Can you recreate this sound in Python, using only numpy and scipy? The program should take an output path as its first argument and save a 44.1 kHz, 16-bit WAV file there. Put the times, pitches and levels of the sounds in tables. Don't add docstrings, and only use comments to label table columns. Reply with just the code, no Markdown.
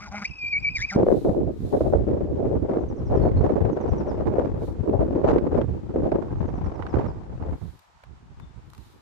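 import sys
import numpy as np
from scipy import signal
from scipy.fft import rfft, irfft, next_fast_len
from scipy.io import wavfile
from scipy.ndimage import uniform_filter1d, map_coordinates

SR = 44100
rng = np.random.default_rng(int(sys.argv[2]) if len(sys.argv) > 2 else 0)


def bounce(signal):
    frames = np.transpose(np.atleast_2d(signal))
    limited = np.clip(frames, -1, 1)
    pcm = np.round(limited * 32767).astype(np.int16)
    wavfile.write(sys.argv[1], SR, pcm)


N = 397341
TIME = np.arange(N) / SR

# [f/Hz, relative level/dB]
ROAR_COLOUR = [(90, -16.5), (190, -4.5), (380, 1.5), (620, -5.5), (900, -25.5), (1800, -60.5)]
TEAR_COLOUR = [(450, 11.5), (850, 14.5), (1300, 2), (2000, -8.5), (3200, -21.5), (7500, -33),
               (10000, -58.5)]
KNOCK_COLOUR = [(1200, 9), (3000, -8), (7500, -35)]
GRASS_COLOUR = [(2900, -4.5), (3900, 3), (5000, -4.5), (13500, -8.5)]


def horse(lag_s=.00009, right_db=-1.5):
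    voice = grunt() + squeal()
    right = undb(right_db) * np.interp(TIME - lag_s, TIME, voice)
    return np.array([voice, right]) + outdoors(voice, echo_db=-20)


def squeal(overtone_db=-28, hiss_db=-10.5, leak_db=-19, flicker_db=6, linger_s=.058):
    # [t/s, f/Hz]
    melody = [(0.0, 1100), (0.04, 1380), (0.09, 790), (0.148, 1380), (0.2, 840), (0.23, 1380),
              (0.256, 2330), (0.285, 2730), (0.325, 2490), (0.365, 2600), (0.415, 2410), (0.484, 2375),
              (0.5, 2430), (0.526, 2400), (0.538, 2265), (0.572, 2260), (0.586, 2410), (0.62, 2480),
              (0.652, 2300), (0.692, 2340), (0.706, 2545), (0.748, 2460), (0.768, 2260), (0.798, 1600),
              (0.83, 2280), (0.852, 2350), (0.862, 2540), (0.884, 2500), (0.9, 2280), (0.922, 1560),
              (0.94, 1200)]
    # [f/Hz, width/Hz, gain/dB]
    head = [(3940, 480, -5), (5000, 770, 3), (6150, 300, 8), (7180, 320, -2.5)]
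    hz = uniform_filter1d(curve(melody), size=220)
    db = whistle_level(hz)
    slack = np.clip((2240 - hz) / 340, 0, 1)
    slack = np.maximum(slack, uniform_filter1d(slack, size=int(linger_s * SR)))
    weak = np.clip((-35 - db) / 14, 0, 1)
    jump = np.clip(np.abs(np.gradient(hz)) * SR / 24000, 0, 1) ** 2
    jitter = .004 + .02 * np.maximum(slack, np.maximum(weak, jump))
    phase = 2 * np.pi * np.cumsum(hz * (1 + jitter * walk(600))) / SR
    overtones = np.zeros(N)
    for k in range(2, 7):
        strength = undb(overtone_db + flicker_db * np.clip(walk(110), -2, 1)) * (2 / k) ** 2
        overtones += strength * np.sin(k * phase + .5 * walk(900))
    overtones *= undb(np.maximum(23 * slack, 17 * weak))
    hiss = noise([(1500, -11.5), (5500, 4), (9000, -21.5)])[0] * undb(hiss_db) * slack
    ringing = sum(undb(gain) * formant(overtones + hiss, f, width) for f, width, gain in head)
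    upper = ringing + hiss / 2 + undb(leak_db) * overtones
    sounding = uniform_filter1d(1. * (TIME < melody[-1][0]), size=256)
    chop = undb((3.2 * slack + 2 * weak + jump) * np.clip(walk(700), -2, 2))
    chop = uniform_filter1d(chop / running_rms(chop, SR // 40), size=20)
    shimmer_db = (3 + 4 * np.maximum(weak, jump / 2)) * np.clip(walk(150), -2, 1)
    return np.sqrt(2) * (np.sin(phase) + upper) * chop * undb(db + shimmer_db) * sounding


def whistle_level(hz, peak_hz=2314, peak_db=-22.5, below_hz=110, above_hz=75, start_db=-5, swell_s=.4):
    # [centre t/s, half-width/s, dip/dB]
    catch = (0.61, 0.015, -18.5)
    s, width, dip_db = catch
    dip = dip_db * np.exp(-((TIME - s) / width) ** 2)
    swell = start_db * np.clip(2 - 2 * TIME / swell_s, 0, 1)
    below = np.maximum(peak_hz - hz, 0) / below_hz
    above = np.maximum(hz - peak_hz, 0) / above_hz
    return peak_db + swell + dip - 10 * np.log10(1 + below ** 2) - 20 * np.log10(1 + above ** 2)


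def grunt(jitter=.016, rasp=.6, restless_db=3, nose_db=-1):
    # [f/Hz, width/Hz, gain/dB]
    throat = [(744, 140, -3), (1433, 190, -2.5), (2206, 280, -5.5), (5300, 1500, -23)]
    hz, strength = grunt_contour()
    cycles = np.cumsum(hz * (1 + jitter * walk(220))) / SR
    pulses = unit(np.diff(np.floor(cycles), prepend=0) * undb(2 * walk(200)))
    breath = unit(np.exp(-(cycles % 1)) * rng.standard_normal(N))
    beats = pulses + rasp * breath
    mouth = sum(undb(db + restless_db * walk(37)) * formant(beats, f, width) for f, width, db in throat)
    nose = undb(nose_db) * unit(np.sin(2 * np.pi * cycles))
    return unit(nose + unit(mouth)) * strength


def grunt_contour(arch=.098, fullness=.65):
    # [t/s, length/s, top f/Hz, level/dB]
    grunts = [(0.0, 0.095, 209.6, -42.5), (0.108, 0.11, 208, -34.5), (0.212, 0.029, 202.6, -31.5),
              (0.912, 0.056, 197.7, -33)]
    hz, strength = np.full(N, grunts[0][2], float), np.zeros(N)
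    for s, length, top_hz, db in grunts:
        during = (TIME > s) & (TIME < s + length)
        effort = np.sin(np.pi * (TIME[during] - s) / length) ** fullness
        hz[during] = top_hz * (1 - arch * (1 - effort))
        strength[during] = undb(db) * effort
    return hz, strength


def wind(eddy_db=-15, eddy_growth=.45, calm_db=-65, tear_db=1, crackle_db=3, thinning_db=10):
    # [f/Hz, relative level/dB]
    eddy_colour = [(25, -24.5), (55, -2), (90, -3), (150, -9), (450, -33.5)]
    db, sharpness = wind_force()
    flaps = flapping()
    stirring = undb(eddy_growth * db + eddy_db) / np.hypot(1, undb(calm_db - db))
    rumble = noise(eddy_colour) * unit(flaps ** .5 * flutter(18, 6.15)) * stirring
    body = roar(db) * flaps * undb(db) / np.hypot(1, undb(sharpness + thinning_db))
    tearing = noise(TEAR_COLOUR) * unit(flaps * flutter(400, crackle_db)) * undb(db + sharpness + tear_db)
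    return rumble + body + tearing


def wind_force(breeze_db=2, attack_s=.02, sag_db_per_s=10.5, release_s=.023):
    # [t/s, level/dB before breeze_db]
    breeze = [(0.93, -62), (1.1, -22.5), (1.45, -43), (1.6, -38), (1.94, -30.5), (3.05, -33.5), (3.3, -28),
              (4.5, -31), (4.8, -36.5), (5.08, -25), (5.5, -27.5), (5.83, -38.5), (6.07, -33), (7.0, -39),
              (7.16, -49.5), (7.66, -50), (7.8, -73), (8.02, -83.5), (8.06, -62)]
    # [t/s, sharpness/dB relative to its level]
    sharpness = [(1.4, -35), (3.0, -17), (5.7, -18), (7.15, -3.5), (9.0, -27)]
    # [t/s, length/s, level/dB, sharpness/dB relative to that level]
    gusts = [(0.947, .175, -18, -20.5), (1.235, 0.26, -22, -47), (1.715, 0.15, -20, -22),
             (1.911, 0.046, -18.5, -24), (2.053, 0.17, -22.5, -20.5), (2.358, 0.28, -23, -23.5),
             (2.667, 0.12, -23, -16), (3.101, 0.2, -20.5, -17.5), (3.391, 0.3, -20.5, -15),
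             (3.751, 0.87, -26, -11.5), (4.225, 0.21, -20.5, -16), (4.849, 0.19, -21, -24),
             (5.228, 0.1435, -17.5, -14), (5.262, 0.05, -24, -3.5), (5.479, 0.15, -22, -14),
             (5.932, 0.26, -22, -19.5), (6.372, 0.99, -32.5, -12), (6.921, 0.14, -22, -9.5),
             (7.39, 0.15, -32.5, -10)]
    power = undb(curve(breeze) + breeze_db) ** 2
    torn = power * undb(curve(sharpness)) ** 2
    for s, length, db, sharp_db in gusts:
        age = np.maximum(TIME - s, 0)
        shape = np.minimum(age / attack_s, 1) * np.exp(-np.maximum(age - length, 0) / release_s)
        gust = (shape * undb(db - sag_db_per_s * age)) ** 2
        power += gust
        torn += gust * undb(sharp_db) ** 2
    return 10 * np.log10(power), 10 * np.log10(torn / power)


def flapping(per_s=130, spread_db=7.5, decay_s=.0088):
    hits = rng.random((2, N)) < per_s / SR
    strikes = hits * undb(spread_db * np.clip(rng.standard_normal((2, N)), -2, 1))
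    decaying = signal.lfilter([1], [1, -np.exp(-1 / (decay_s * SR))], strikes)
    push = uniform_filter1d(decaying, size=SR // 600) + .15
    return push / running_rms(push, SR // 7)


def roar(db, swirl_octaves=.13, octaves_per_db=.02, usual_db=-22):
    speed = 2 ** (swirl_octaves * walk(25) + octaves_per_db * np.maximum(db - usual_db, -20))
    position = np.cumsum(speed)
    return np.array([map_coordinates(port, [position], mode="mirror") for port in noise(ROAR_COLOUR)])


def buffets(rise_s=.002, edge_db=-20, wake_db=-15, wake_s=.013):
    # [t/s, peak/dB, f/Hz]
    thumps = [(0.96, -4, 200), (1.031, -6, 365), (1.066, -8, 511), (1.085, -5, 470), (1.115, -8, 480),
              (1.248, -13, 354), (1.292, -10.5, 140), (1.807, -7.5, 485), (1.935, -6, 585),
              (2.711, -13.5, 275), (2.77, -9, 370), (3.252, -8.5, 390), (4.383, -8, 474), (4.894, -9, 354),
              (5.243, -10.5, 511), (5.36, -3, 402), (5.529, -12, 404), (5.587, -11.5, 520),
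              (5.959, -10, 404), (6.155, -8.5, 343), (6.969, -12.5, 398)]
    out, wake, t = np.zeros((2, N)), np.zeros(N), TIME[:SR // 20]
    edge = undb(edge_db) * noise(TEAR_COLOUR)
    push = (t / rise_s * np.exp(1 - t / rise_s)) ** 2
    for s, db, hz in thumps:
        port_phases = np.array([[0], [rng.uniform(-1.94, 2)]])
        swing = np.sin(2 * np.pi * hz * t + port_phases)
        start = int(s * SR)
        add(out, s, undb(db) * push * (swing + edge[:, start:start + len(t)]))
        add(wake, s + rise_s, undb(db + wake_db) * np.exp(-t / wake_s))
    return out + noise(ROAR_COLOUR, wake)


def cracks(decay_s=.004):
    # [t/s, level/dB, left minus right/dB]
    snaps = [(5.288, -28, -19), (5.383, -28.5, -9), (5.615, -32, 8), (6.118, -31.5, -8.5),
             (6.824, -31, -16), (6.866, -30.5, -16)]
    bursts, fade = np.zeros((2, N)), np.exp(-TIME[:SR // 20] / decay_s)
    for s, db, pan_db in snaps:
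        balance = unit(undb([[pan_db], [0]]))
        add(bursts, s, balance * undb(db) * fade)
    return noise(KNOCK_COLOUR, bursts)


def ticks(decay_s=.003, body_db=-5):
    # [t/s, level/dB before body_db, treble/dB relative to that level]
    snaps = [(7.792, -56, 4.5), (8.0369, -34.5, -22.5), (8.3988, -37, -21), (8.701, -47.5, -6),
             (8.734, -40.5, -10), (8.749, -42, -10), (8.779, -41, -13)]
    knock, top, fade = np.zeros(N), np.zeros(N), np.exp(-TIME[:SR // 20] / decay_s)
    for s, db, treble_db in snaps:
        add(knock, s, undb(db + body_db) * fade)
        add(top, s, undb(db + treble_db) * fade)
    return noise(KNOCK_COLOUR, knock) + noise(GRASS_COLOUR, top)


def far_bird():
    songs = songbird() + steady_notes()
    return songs * flutter(200, 4.8) + outdoors(songs, echo_db=-2.5)


def songbird(start_hz=6800, sink_hz=130, floor_hz=3750, glide_s=.055, note_s=.047, stretch_s=.006):
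    # [t/s, number of notes, level/dB that the notes grow towards]
    songs = [(0.118, 6, -61), (2.798, 5, -62.5), (3.72, 5, -58.5), (6.384, 7, -65)]
    phrase = [0, .083, .163, .252, .353, .495, .678]
    out = np.zeros(N)
    for s, notes, db in songs:
        for k, after_s in enumerate(phrase[:round(notes)]):
            length = note_s + k * stretch_s
            t = TIME[:int(length * SR)]
            hz = floor_hz + (start_hz - k * sink_hz - floor_hz) * np.exp(-t / glide_s)
            swell = undb(db - 7 / (1 + k)) * np.sin(np.pi * np.sqrt(t / length)) ** 2
            add(out, s + after_s, swell * np.sin(2 * np.pi * np.cumsum(hz) / SR))
    return out


def steady_notes():
    # [t/s, length/s, f/Hz, level/dB]
    notes = [(3.208, 0.037, 4290, -60.5), (3.362, 0.037, 4210, -59), (8.407, 0.054, 3560, -61)]
    out = np.zeros(N)
    for s, length, hz, db in notes:
        t = TIME[:int(length * SR)]
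        add(out, s, undb(db) * np.sin(np.pi * t / length) * np.sin(2 * np.pi * hz * t))
    return out


def field(air_db=-60, swish_db=3):
    # [centre t/s, half-width/s, level/dB before swish_db]
    swishes = [(1.2, 0.15, -62), (1.752, 0.19, -63), (4.663, 0.066, -64.5), (7.683, 0.17, -69.5),
               (8.853, 0.15, -67.5)]
    # [f/Hz, relative level/dB]
    air_colour = [(250, -19.5), (850, 9.5), (2100, -3.5), (3900, -9.5), (7500, -15.5), (11000, -29.5)]
    brushing = sum(undb(db + swish_db) * np.exp(-((TIME - s) / width) ** 2) for s, width, db in swishes)
    rustle = noise(GRASS_COLOUR) * flutter(220, 1.2) * brushing
    return rustle + noise(air_colour) * flutter(15, 1) * undb(air_db)


def outdoors(x, echo_db, t60_s=.37):
    t = TIME[:SR // 2]
    scatter = rng.standard_normal((2, len(t))) * undb(-60 * t / t60_s)
    scatter /= np.linalg.norm(scatter[0])
    return undb(echo_db) * signal.fftconvolve(x[None], scatter, axes=1)[:, :N]


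def formant(x, hz, width):
    carrier = np.exp(2j * np.pi * hz * TIME)
    lowpass = signal.bessel(2, width / 2, norm="mag", fs=SR, output="sos")
    return 2 * np.real(carrier * signal.sosfilt(lowpass, x / carrier))


def noise(colour, envelope=1):
    white = envelope * rng.standard_normal((2, N))
    size = next_fast_len(N)
    hz, db = np.transpose(colour)
    f = np.arange(size // 2 + 1) * SR / size + 1
    skirts = np.minimum(f / hz[0], 1) * np.minimum(hz[-1] / f, 1) ** 2
    gain = undb(np.interp(np.log(f), np.log(hz), db)) * skirts
    return irfft(rfft(white, size) * unit(gain), size)[:, :N]


def flutter(rate, depth_db):
    return unit(undb(depth_db * np.clip([walk(rate), walk(rate)], -2, 2)))


def walk(rate):
    hold = int(SR / rate)
    steps = np.repeat(rng.standard_normal(N // hold + 1), hold)[:N]
    return unit(uniform_filter1d(steps, hold))


def curve(rows):
    return np.interp(TIME, *np.transpose(rows))


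def add(out, s, sound):
    i = int(s * SR)
    out[..., i:i + sound.shape[-1]] += sound[..., :N - i]


def undb(db):
    return 10 ** (np.asarray(db) / 20)


def unit(x):
    return x / np.sqrt(np.mean(x ** 2))


def running_rms(x, samples):
    return np.sqrt(uniform_filter1d(x ** 2, samples))


def scene():
    return horse() + wind() + buffets() + cracks() + ticks() + far_bird() + field()


def record(dry, ceiling=.9, top_hz=14500):
    rounded = ceiling * np.tanh(dry / ceiling)
    return signal.sosfilt(signal.ellip(10, .2, 80, top_hz, fs=SR, output="sos"), rounded)


dry = scene()
out = record(dry)
bounce(out)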